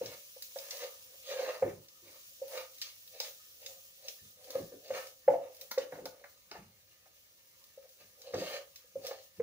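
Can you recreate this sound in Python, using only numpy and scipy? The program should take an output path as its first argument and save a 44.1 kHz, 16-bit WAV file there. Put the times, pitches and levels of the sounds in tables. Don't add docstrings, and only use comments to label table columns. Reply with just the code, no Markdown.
import sys
import numpy as np
from scipy import signal
from scipy.fft import rfft, irfft, next_fast_len
from scipy.io import wavfile
from scipy.ndimage import uniform_filter1d, map_coordinates

SR = 44100
rng = np.random.default_rng(int(sys.argv[2]) if len(sys.argv) > 2 else 0)


def how_loud(loudness_db):
    steps = np.asarray(loudness_db, float) / 20
    return 10 ** steps


def generate_wav(signal):
    frames = np.transpose(np.atleast_2d(signal))
    scaled = np.clip(frames, -1, 1) * 32767
    pcm = np.round(scaled).astype(np.int16)
    wavfile.write(sys.argv[1], SR, pcm)


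N = 415422


def unit(x):
    return x / np.sqrt(np.mean(x ** 2) + 1e-20)


def peak(x):
    return x / np.abs(x).max()


def along(points, hz):
    f, v = np.transpose(points)
    return np.interp(np.log(hz + 1), np.log(f + 1), v)


def wobble(rate):
    knots = rng.standard_normal(int(N * rate / SR) + 4)
    return map_coordinates(knots, [np.arange(N) * rate / SR])


def filtered(x, response):
    n = x.shape[-1]
    m = next_fast_len(n + 8192)
    return irfft(rfft(x, m) * response(np.fft.rfftfreq(m, 1 / SR)), m)[..., :n]


def resonance(hz, centre, width):
    return 1j * hz * width / (centre ** 2 - hz ** 2 + 1j * hz * width)


def body(modes):
    return lambda hz: sum((-1) ** k * how_loud(db) * resonance(hz, centre, width)
                          for k, (centre, width, db) in enumerate(modes))


def spread(pair, alike):
    turn = lambda hz: np.arccos(np.clip(along(alike, hz), -1, 1)) / 2
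    mid, side = filtered(pair, lambda hz: np.array([np.cos(turn(hz)), np.sin(turn(hz))]))
    return np.array([mid + side, mid - side])


def grit(density, scatter_db):
    slips = rng.random(N) < density / SR
    return unit(slips * rng.standard_normal(N) * how_loud(scatter_db * rng.exponential(size=N)))


def patchy(x, depth_db, bins, frames):
    z = signal.stft(x, nperseg=512)[2]
    field = rng.standard_normal(z.shape[-2:])
    field = uniform_filter1d(uniform_filter1d(field, bins, 0), frames, 1)
    return signal.istft(z * how_loud(depth_db * unit(field)), nperseg=512)[1][..., :N]


def swells(rows, rise, fall, rest_db):
    t = np.arange(0, N + 64, 64) / SR
    rows = np.array(rows)
    start = rows[:, :1]
    end = start + np.abs(rows[:, 1:2])
    climb_db = -rise * np.clip(start - t, 0, None)
    die_db = -fall * np.clip(t - end, 0, None)
    shape = how_loud(climb_db + die_db)
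    power = how_loud(rows[:, 2:]).T ** 2 @ shape ** 2 + how_loud(np.array(rest_db))[:, None] ** 2
    return [np.interp(np.arange(N) / SR, t, np.sqrt(p)) for p in power]


def add(track, s, sound):
    part = track[round(s * SR):][:len(sound)]
    part += sound[:len(part)]


def ring(response, t, contact):
    push = rng.standard_normal(len(t)) * t * np.exp(-t / contact)
    return peak(filtered(push, response))


# frequency in Hz, relative level in dB.
HUM_COLOUR = [(18, -33.5), (30, -14.5), (48, 1), (75, 2), (97, 8), (118, 4.5), (152, -19), (249, 0.5),
              (304, -34.5), (427, -8.5), (538, -12.5), (678, -11), (755, 0), (895, -17), (1200, -20),
              (1560, -39), (2640, -120)]
# frequency in Hz, likeness (1 = the same).
DIFFUSE_LIKENESS = [(60, 0.83), (180, -0.25), (550, -0.49), (1650, -1.4), (4970, 0.2), (15000, -0.13)]


def hum():
    noise = filtered(rng.standard_normal((2, N)), lambda hz: how_loud(along(HUM_COLOUR, hz)))
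    level_db = -79.5 + 1.3 * wobble(4.0)
    return how_loud(level_db) * unit(spread(noise, DIFFUSE_LIKENESS))


# frequency in Hz, time in seconds to die by 60 dB.
ROOM_DECAY = [(100, 0.057), (500, .36), (2000, 0.24), (6000, 0.21), (14000, 0.24)]
# frequency in Hz, likeness (1 = the same).
ECHO_LIKENESS = [(60, .88), (300, 0.54), (700, 0.35), (1500, 0.054), (5000, 0.0035)]


def kitchen(x):
    step, delay = SR // 4, 110
    pair = np.zeros((2, N + 2 * SR))
    for start in range(-step, N, step):
        fade = np.hanning(2 * step)[max(-start, 0):]
        piece = x[max(start, 0):][:len(fade)]
        hz, t, z = signal.stft(rng.standard_normal((2, SR // 2)), SR, nperseg=256)
        decay = how_loud(-60 * t / along(ROOM_DECAY, hz)[:, None])
        tail = signal.istft(z * decay, SR, nperseg=256)[1]
        tail = tail / np.linalg.norm(tail[0])
        wet = signal.fftconvolve((piece * fade[:len(piece)])[None], tail, axes=1)
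        pair[:, max(start, 0) + delay:][:, :wet.shape[1]] += wet
    return spread(pair[:, :N], ECHO_LIKENESS)


# frequency in Hz, share from 0 to 1.
BOUNCE_SHARE = [(500, .05), (1200, 0.39), (4000, 0.79), (9000, .4)]


def nearby(x):
    left_lag = 4.1
    bounce_s = 0.011
    t = np.arange(SR // 50) / SR
    taps = rng.standard_normal((2, len(t))) * how_loud(-60 * t / bounce_s)
    taps = taps / np.linalg.norm(taps, axis=1, keepdims=True)
    bounced = signal.fftconvolve(x[None], taps, axes=1)[:, :N]
    share = lambda hz: np.clip(along(BOUNCE_SHARE, hz), 0, 1)
    lag = lambda hz: np.exp(-2j * np.pi * hz / SR * np.array([[left_lag], [0]]))
    straight = filtered(x, lambda hz: np.sqrt(1 - share(hz) ** 2) * lag(hz))
    return straight + filtered(bounced, share)


# frequency in Hz, relative level in dB.
SIZZLE_COLOUR = [(600, -31), (900, -22.5), (1200, -17.5), (1400, -11), (1800, -11.5), (2800, -6.5),
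                 (4700, -5.5), (6000, -2), (6900, -4.5), (8000, -10), (9500, -7.5), (13800, -6.5),
                 (14500, 0), (15400, 4), (16200, -27.5)]
# time in seconds, level in dB.
HEAT_LEVEL = [(0, -55), (1.1, -55), (1.85, -62), (2.3, -55), (3.499, -58), (4.799, -60), (5.4, -65),
              (6.5, -65), (7.2, -65), (7.9, -62.5), (8.8, -63), (9.42, -66)]
# start in seconds, time held in seconds, level in dB, dying in dB per second.
FOOD_FLARES = [(.04, .01, -54.5, 35), (0.383, 0.0086, -58, 295), (.44, .01, -53, 55), (.58, .05, -49, 59),
               (.72, .1, -52.5, 69), (1.3, .25, -54.5, 48.5), (2.12, .03, -61.5, 59), (2.53, .02, -50, 85),
               (2.82, .02, -57, 58), (3.22, 0.022, -49, 62.5), (3.68, .01, -52, 63.5),
               (4.1, .01, -52.5, 86), (4.45, .03, -59.5, 51), (4.55, .02, -52.5, 70),
               (4.96, .02, -49.5, 73.5), (5.31, .01, -59, 82), (5.52, .01, -60, 64.5),
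               (5.62, .01, -53.5, 148.5), (5.72, .01, -66, 203), (5.79, .04, -60.5, 53),
               (5.94, .01, -62, 59.5), (6.07, .01, -65.5, 102.5), (6.26, .01, -66.5, 78),
               (8.4, .16, -53, 200), (8.77, .01, -67, 103.5), (9.075, .01, -50, 188.5),
               (9.23, .01, -61, 71)]


def sizzle():
    pair = np.array([rng.standard_normal(N) + 0.36 * grit(400, 0.83) for _ in range(2)])
    pair = patchy(pair, 1.1, bins=8, frames=8)
    coloured = filtered(pair, lambda hz: how_loud(along(SIZZLE_COLOUR, hz)))
    hiss = unit(spread(coloured, DIFFUSE_LIKENESS))
    rows = np.array(FOOD_FLARES)
    rise_db_per_s = 257
    flares, = swells(rows[:, :3], rise_db_per_s, np.abs(rows[:, 3:]), [-120])
    steady = how_loud(np.interp(np.arange(N) / SR, *np.transpose(HEAT_LEVEL)))
    flicker = how_loud(0.92 * wobble(25))
    return flicker * np.hypot(steady, flares) * hiss


# start in seconds, peak of the lower part in dB, treble in dB relative to that part.
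OIL_SPITS = [(.0595, -32, -8), (0.4229, -32.5, 4), (.5864, -35.5, -9.5), (.708, -29.5, -6.5),
             (.769, -38, 1), (1.8845, -48, -2), (2.481, -46, 8), (2.742, -51, -8), (2.783, -42, 0),
             (2.816, -25.5, -7), (2.822, -26.5, -12.5), (3.076, -45, 1), (3.2015, -23.5, -6),
             (3.2134, -33, -14.5), (3.2334, -36.5, -4.5), (3.618, -47.5, 4.5), (3.6624, -32, -4),
             (4.0836, -25.5, -11), (4.4433, -44.5, -1.5), (4.505, -32.5, -3), (4.88, -44.5, -2),
             (5.0704, -42, -2.6), (5.5474, -47.5, 3.5), (5.5677, -47.5, 3), (5.6127, -35.5, 4),
             (5.7109, -36, 4), (5.7147, -28.5, 1), (5.781, -32.5, -7.5), (6.0556, -33.5, 2),
             (6.2422, -54.5, .1), (6.5137, -36, -11.5), (7.64, -48, 1), (7.892, -51.5, 4.5),
             (8.2175, -40, -8.5), (8.3423, -33, -11), (8.759, -41, 2), (9.0673, -29.5, -2.5)]


def spits():
    crack_s, spray_s = 0.0024, 0.036
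    out, t = np.zeros(N), np.arange(SR // 8) / SR
    low_tone = lambda hz: resonance(hz, 6500, 11000) ** 2 / (1 + (hz / 7000) ** 8)
    high_tone = lambda hz: .5 * resonance(hz, 12000, 7300) ** 2 + 1.6 * resonance(hz, 15300, 1600)
    for s, db, treble_db in OIL_SPITS:
        fade = how_loud(-60 * t / crack_s) + 1.6 * how_loud(-60 * t / spray_s)
        burst = rng.standard_normal(len(t)) * fade
        lower = peak(filtered(burst, low_tone))
        upper = peak(filtered(burst, high_tone))
        add(out, s, how_loud(db) * (lower + how_loud(treble_db) * upper))
    return out


# frequency in Hz, width in Hz, relative level in dB.
HOB_MODES = [(52, 20, -13.5), (100, 10, 1.5), (161.2, 33, -0.5), (208, 31, -1), (279.3, 22, 3.5),
             (340, 61, 3), (435, 190, 0.5)]
# start in seconds, time held in seconds, stove top level in dB, burner coil level in dB.
POT_SHIFTS = [(.015, 0.061, -57, -56.5), (1.4, .1, -99, -78.5), (1.636, 0.029, -45, -44),
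              (1.72, 0.056, -58, -67), (2.03, 0.068, -79, -66), (3.2, 0.017, -86, -91),
              (4.22, 0.029, -64, -78), (4.49, 0.017, -86, -70.5), (4.56, 0.055, -51.5, -50.5),
              (4.72, 0.033, -66, -60.5), (4.91, 0.017, -66, -56), (5.285, 0.035, -56, -49),
              (5.34, 0.057, -68.5, -67), (5.79, 0.047, -77, -62), (5.93, 0.13, -62.5, -56),
              (6.52, .05, -70, -65), (6.58, .04, -59, -69), (6.66, 0.031, -67.5, -90),
              (8.0, 0.034, -72, -81), (8.342, 0.077, -53, -47.5), (8.96, 0.027, -62.5, -56),
              (9.395, .03, -58, -51)]
# stove top level in dB, burner coil level in dB.
SETTLED_LEVEL = [-86.5, -87]


def rocking():
    rise_db_per_s, fall_db_per_s = 1203.5, 204
    jolts = [grit(900, 1.2) * how_loud(1.5 * wobble(18)) for _ in range(2)]
    top = filtered(jolts[0], lambda hz: body(HOB_MODES[:4])(hz) / (1 + 1j * hz / 250) ** 2)
    coil = filtered(jolts[1], lambda hz: body(HOB_MODES[4:])(hz) * resonance(hz, 360, 250))
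    top_gain, coil_gain = swells(POT_SHIFTS, rise_db_per_s, fall_db_per_s, SETTLED_LEVEL)
    return unit(top) * top_gain + unit(coil) * coil_gain


# frequency in Hz, width in Hz, relative level in dB.
POT_MODES = [(567.3, 16, -13.5), (668.4, 25, -4.5), (671.7, 73, -5.5), (838, 61, -9), (909, 40, -11.5),
             (1234, 64, -25.5), (1320, 27, -26), (1682, 55, -30), (1794, 30, -16.5), (2205, 170, -25),
             (2394, 37, -15.5), (2865, 540, -26), (3440, 37, -21), (3953, 30, -36), (4430, 46, -20),
             (4720, 79, -28.5), (5700, 63, -38.5), (6450, 74, -16.5)]
# time in seconds, peak of the hollow in dB, pitch of the hollow in Hz,
# then the wall's ring and the clack, both in dB relative to the hollow.
SPOON_KNOCKS = [(.014, -28.5, 508, -15.5, -23), (.365, -46.5, 526, -14, -19), (.561, -34.5, 546, -5, -14.5),
                (1.625, -18.5, 519, -11, -17.5), (2.419, -33, 534, -22, -34),
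                (3.203, -40.5, 523, -5, -10.5), (4.502, -45.5, 540, -24, -2.5),
                (4.554, -26.5, 526, -16.5, -21), (4.722, -43.5, 502, -33, -14),
                (4.739, -49.5, 540, -30, -16.5), (4.906, -25.5, 546, -15, -18),
                (5.281, -12, 547.7, -10.5, -21.5), (5.304, -23, 553, -8, -24), (5.338, -26, 531, -1.5, -20),
                (5.714, -62, 526, 0, 26), (5.778, -21, 516, -24, -15), (5.924, -39.5, 502, -2.5, -3),
                (5.955, -51, 590, 4, 3), (5.988, -40, 504, -9, -13), (6.057, -39, 530, -3.5, -0.5),
                (6.242, -56, 564, 0, 12), (6.516, -53.5, 425, 7, 12.5), (6.552, -51, 427, 7.5, -1.5),
                (7.059, -71.5, 534, 13, 10), (7.777, -43, 537, -22, -32), (7.852, -56.5, 532, -27, -21),
                (8.306, -46, 496, -19, -19), (8.339, -29, 498, -9, -7), (8.352, -35, 482, -21, -3),
                (8.419, -31, 536, -12, -15), (8.845, -59, 507, -18, -18), (8.958, -30.5, 532, -38, -38),
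                (9.045, -38, 529, -26, -30), (9.112, -34, 502, -8.5, -7), (9.4, -24.5, 471, -33, -21.5)]


def knocks():
    thud_db = -32.5
    out, t = np.zeros(N), np.arange(SR // 5) / SR
    wall_tone = lambda f: body(POT_MODES[:5])(f) * resonance(f, 620, 360)
    soft = lambda f: resonance(f, 1700, 2100) / (1 + (f / 2200) ** 6)
    clack_tone = lambda f: (1.0 + how_loud(13.5) * body(POT_MODES[5:])(f)) * soft(f)
    thud_tone = lambda f: body(HOB_MODES)(f) / (1 + 1j * f / 500)
    for s, db, hz, wall_db, clack_db in SPOON_KNOCKS:
        hollow = peak(t ** 2 * np.exp(-t / 0.0033) * np.sin(2 * np.pi * hz * t))
        wall = how_loud(wall_db) * ring(wall_tone, t, 0.0036)
        clack = how_loud(clack_db) * ring(clack_tone, t, 0.0035)
        thud = how_loud(thud_db) * ring(thud_tone, t, 0.0087)
        add(out, max(s - .003, 0), how_loud(db) * (hollow + wall + clack + thud))
    return out


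# frequency in Hz, relative level in dB.
RASP_COLOUR = [(530, -35), (900, 2.5), (1430, 2.5), (2550, -6.5), (2720, -3.5), (3130, -8), (4100, -2),
               (8760, -17.5), (12000, -23.5), (15600, -48), (22000, -120)]
# start in seconds, time held in seconds, drag on the bottom in dB,
# low rub on the steel in dB, bright rasp of the edge in dB.
SPOON_STROKES = [(.04, 0.095, -56, -63.5, -58), (.62, 0.11, -59.5, -66, -65), (.75, 0.015, -51.5, -65, -58),
                 (.83, 0.01, -44.5, -49.5, -47), (.93, 0.08, -74, -72.5, -80), (1.13, .01, -62, -72, -80),
                 (1.27, 0.036, -62, -68.5, -50.5), (1.315, 0.016, -41, -52, -48),
                 (1.39, .04, -37, -51.5, -52), (1.46, 0.042, -38.5, -47, -52.5),
                 (1.54, 0.028, -47.5, -54.5, -61.5), (1.66, 0.0089, -43, -52, -76.5),
                 (2.08, 0.087, -67.5, -69.5, -65), (2.45, 0.016, -54.5, -75, -72),
                 (2.54, 0.065, -44.5, -54, -54), (2.7, 0.055, -73, -87, -73),
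                 (2.86, 0.016, -70.5, -63, -50), (3.15, 0.014, -56, -77, -57.5),
                 (3.24, .04, -57.5, -67, -54), (3.64, 0.063, -57, -80, -62.5), (3.73, 0.035, -67, -92, -74),
                 (4.05, 0.042, -55.5, -75, -59.5), (4.41, .01, -62.5, -81, -69), (4.49, .01, -55, -71, -63),
                 (4.55, 0.027, -44.5, -55.5, -55.5), (4.86, .04, -54.5, -77, -57.5),
                 (4.95, 0.029, -43, -48.5, -52), (5.04, 0.033, -55, -69.5, -66.5),
                 (5.3, .03, -64, -61.5, -70), (5.4, 0.071, -49, -70, -75), (5.62, 0.015, -57, -71, -72),
                 (5.8, 0.028, -53, -58, -61.5), (5.92, 0.057, -66.5, -67, -67),
                 (6.13, .02, -61, -71.5, -87), (6.21, .01, -59, -80.5, -87), (6.55, 0.031, -84, -61, -64),
                 (7.85, .01, -64, -85, -79), (8.01, .01, -65, -69, -63.5), (8.21, 0.022, -61.5, -77, -70),
                 (8.27, 0.02, -53.5, -70, -59.5), (8.37, 0.075, -43, -58.5, -48),
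                 (8.47, 0.098, -44, -53, -50.5), (8.99, 0.025, -66.5, -78, -85),
                 (9.06, 0.07, -46.5, -61.5, -52.5), (9.16, 0.033, -58, -84, -62)]
# drag, rub and rasp levels in dB.
IDLE_LEVEL = [-81.5, -80.5, -76]


def scrape():
    rise_db_per_s, fall_db_per_s = 350, 304
    hollow_modes = lambda hz: resonance(hz, 525, 48) + how_loud(-8.5) * body(POT_MODES[:5])(hz)
    hollow = lambda hz: hollow_modes(hz) * resonance(hz, 572, 210)
    steel = lambda hz: how_loud(along(RASP_COLOUR, hz)) * (.35 + how_loud(21) * body(POT_MODES[5:])(hz))
    pressed = lambda hz: 1 / (1 + (hz / 2600) ** 6)
    drag = filtered(grit(2500, 1.5) * how_loud(1.2 * wobble(35)), hollow)
    slips = patchy(grit(6000, 2.2) * how_loud(1.8 * wobble(40)), 2.5, bins=3, frames=14)
    rub = filtered(slips, lambda hz: steel(hz) * pressed(hz))
    rasp = filtered(slips, lambda hz: steel(hz) * (1 - pressed(hz)))
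    gains = swells(SPOON_STROKES, rise_db_per_s, fall_db_per_s, IDLE_LEVEL)
    return sum(unit(layer) * gain for layer, gain in zip([drag, rub, rasp], gains))


def scene():
    pot = knocks() + scrape() + rocking() + spits()
    # frequency in Hz, dB
    echo_db = [(150, -8.5), (550, -6.5), (1200, -1.4), (8000, -1.0)]
    wet = filtered(kitchen(pot), lambda hz: how_loud(along(echo_db, hz)))
    return nearby(pot) + wet + sizzle() + hum()


def band_limit(x):
    return signal.sosfilt(signal.butter(12, 16850, fs=SR, output="sos"), x)


def record(dry):
    band = filtered(dry, lambda hz: np.where(hz < 15700, 1, how_loud(-15.0) * (hz < 16800)))
    return band_limit(band)


dry = scene()
out = record(dry)
generate_wav(out)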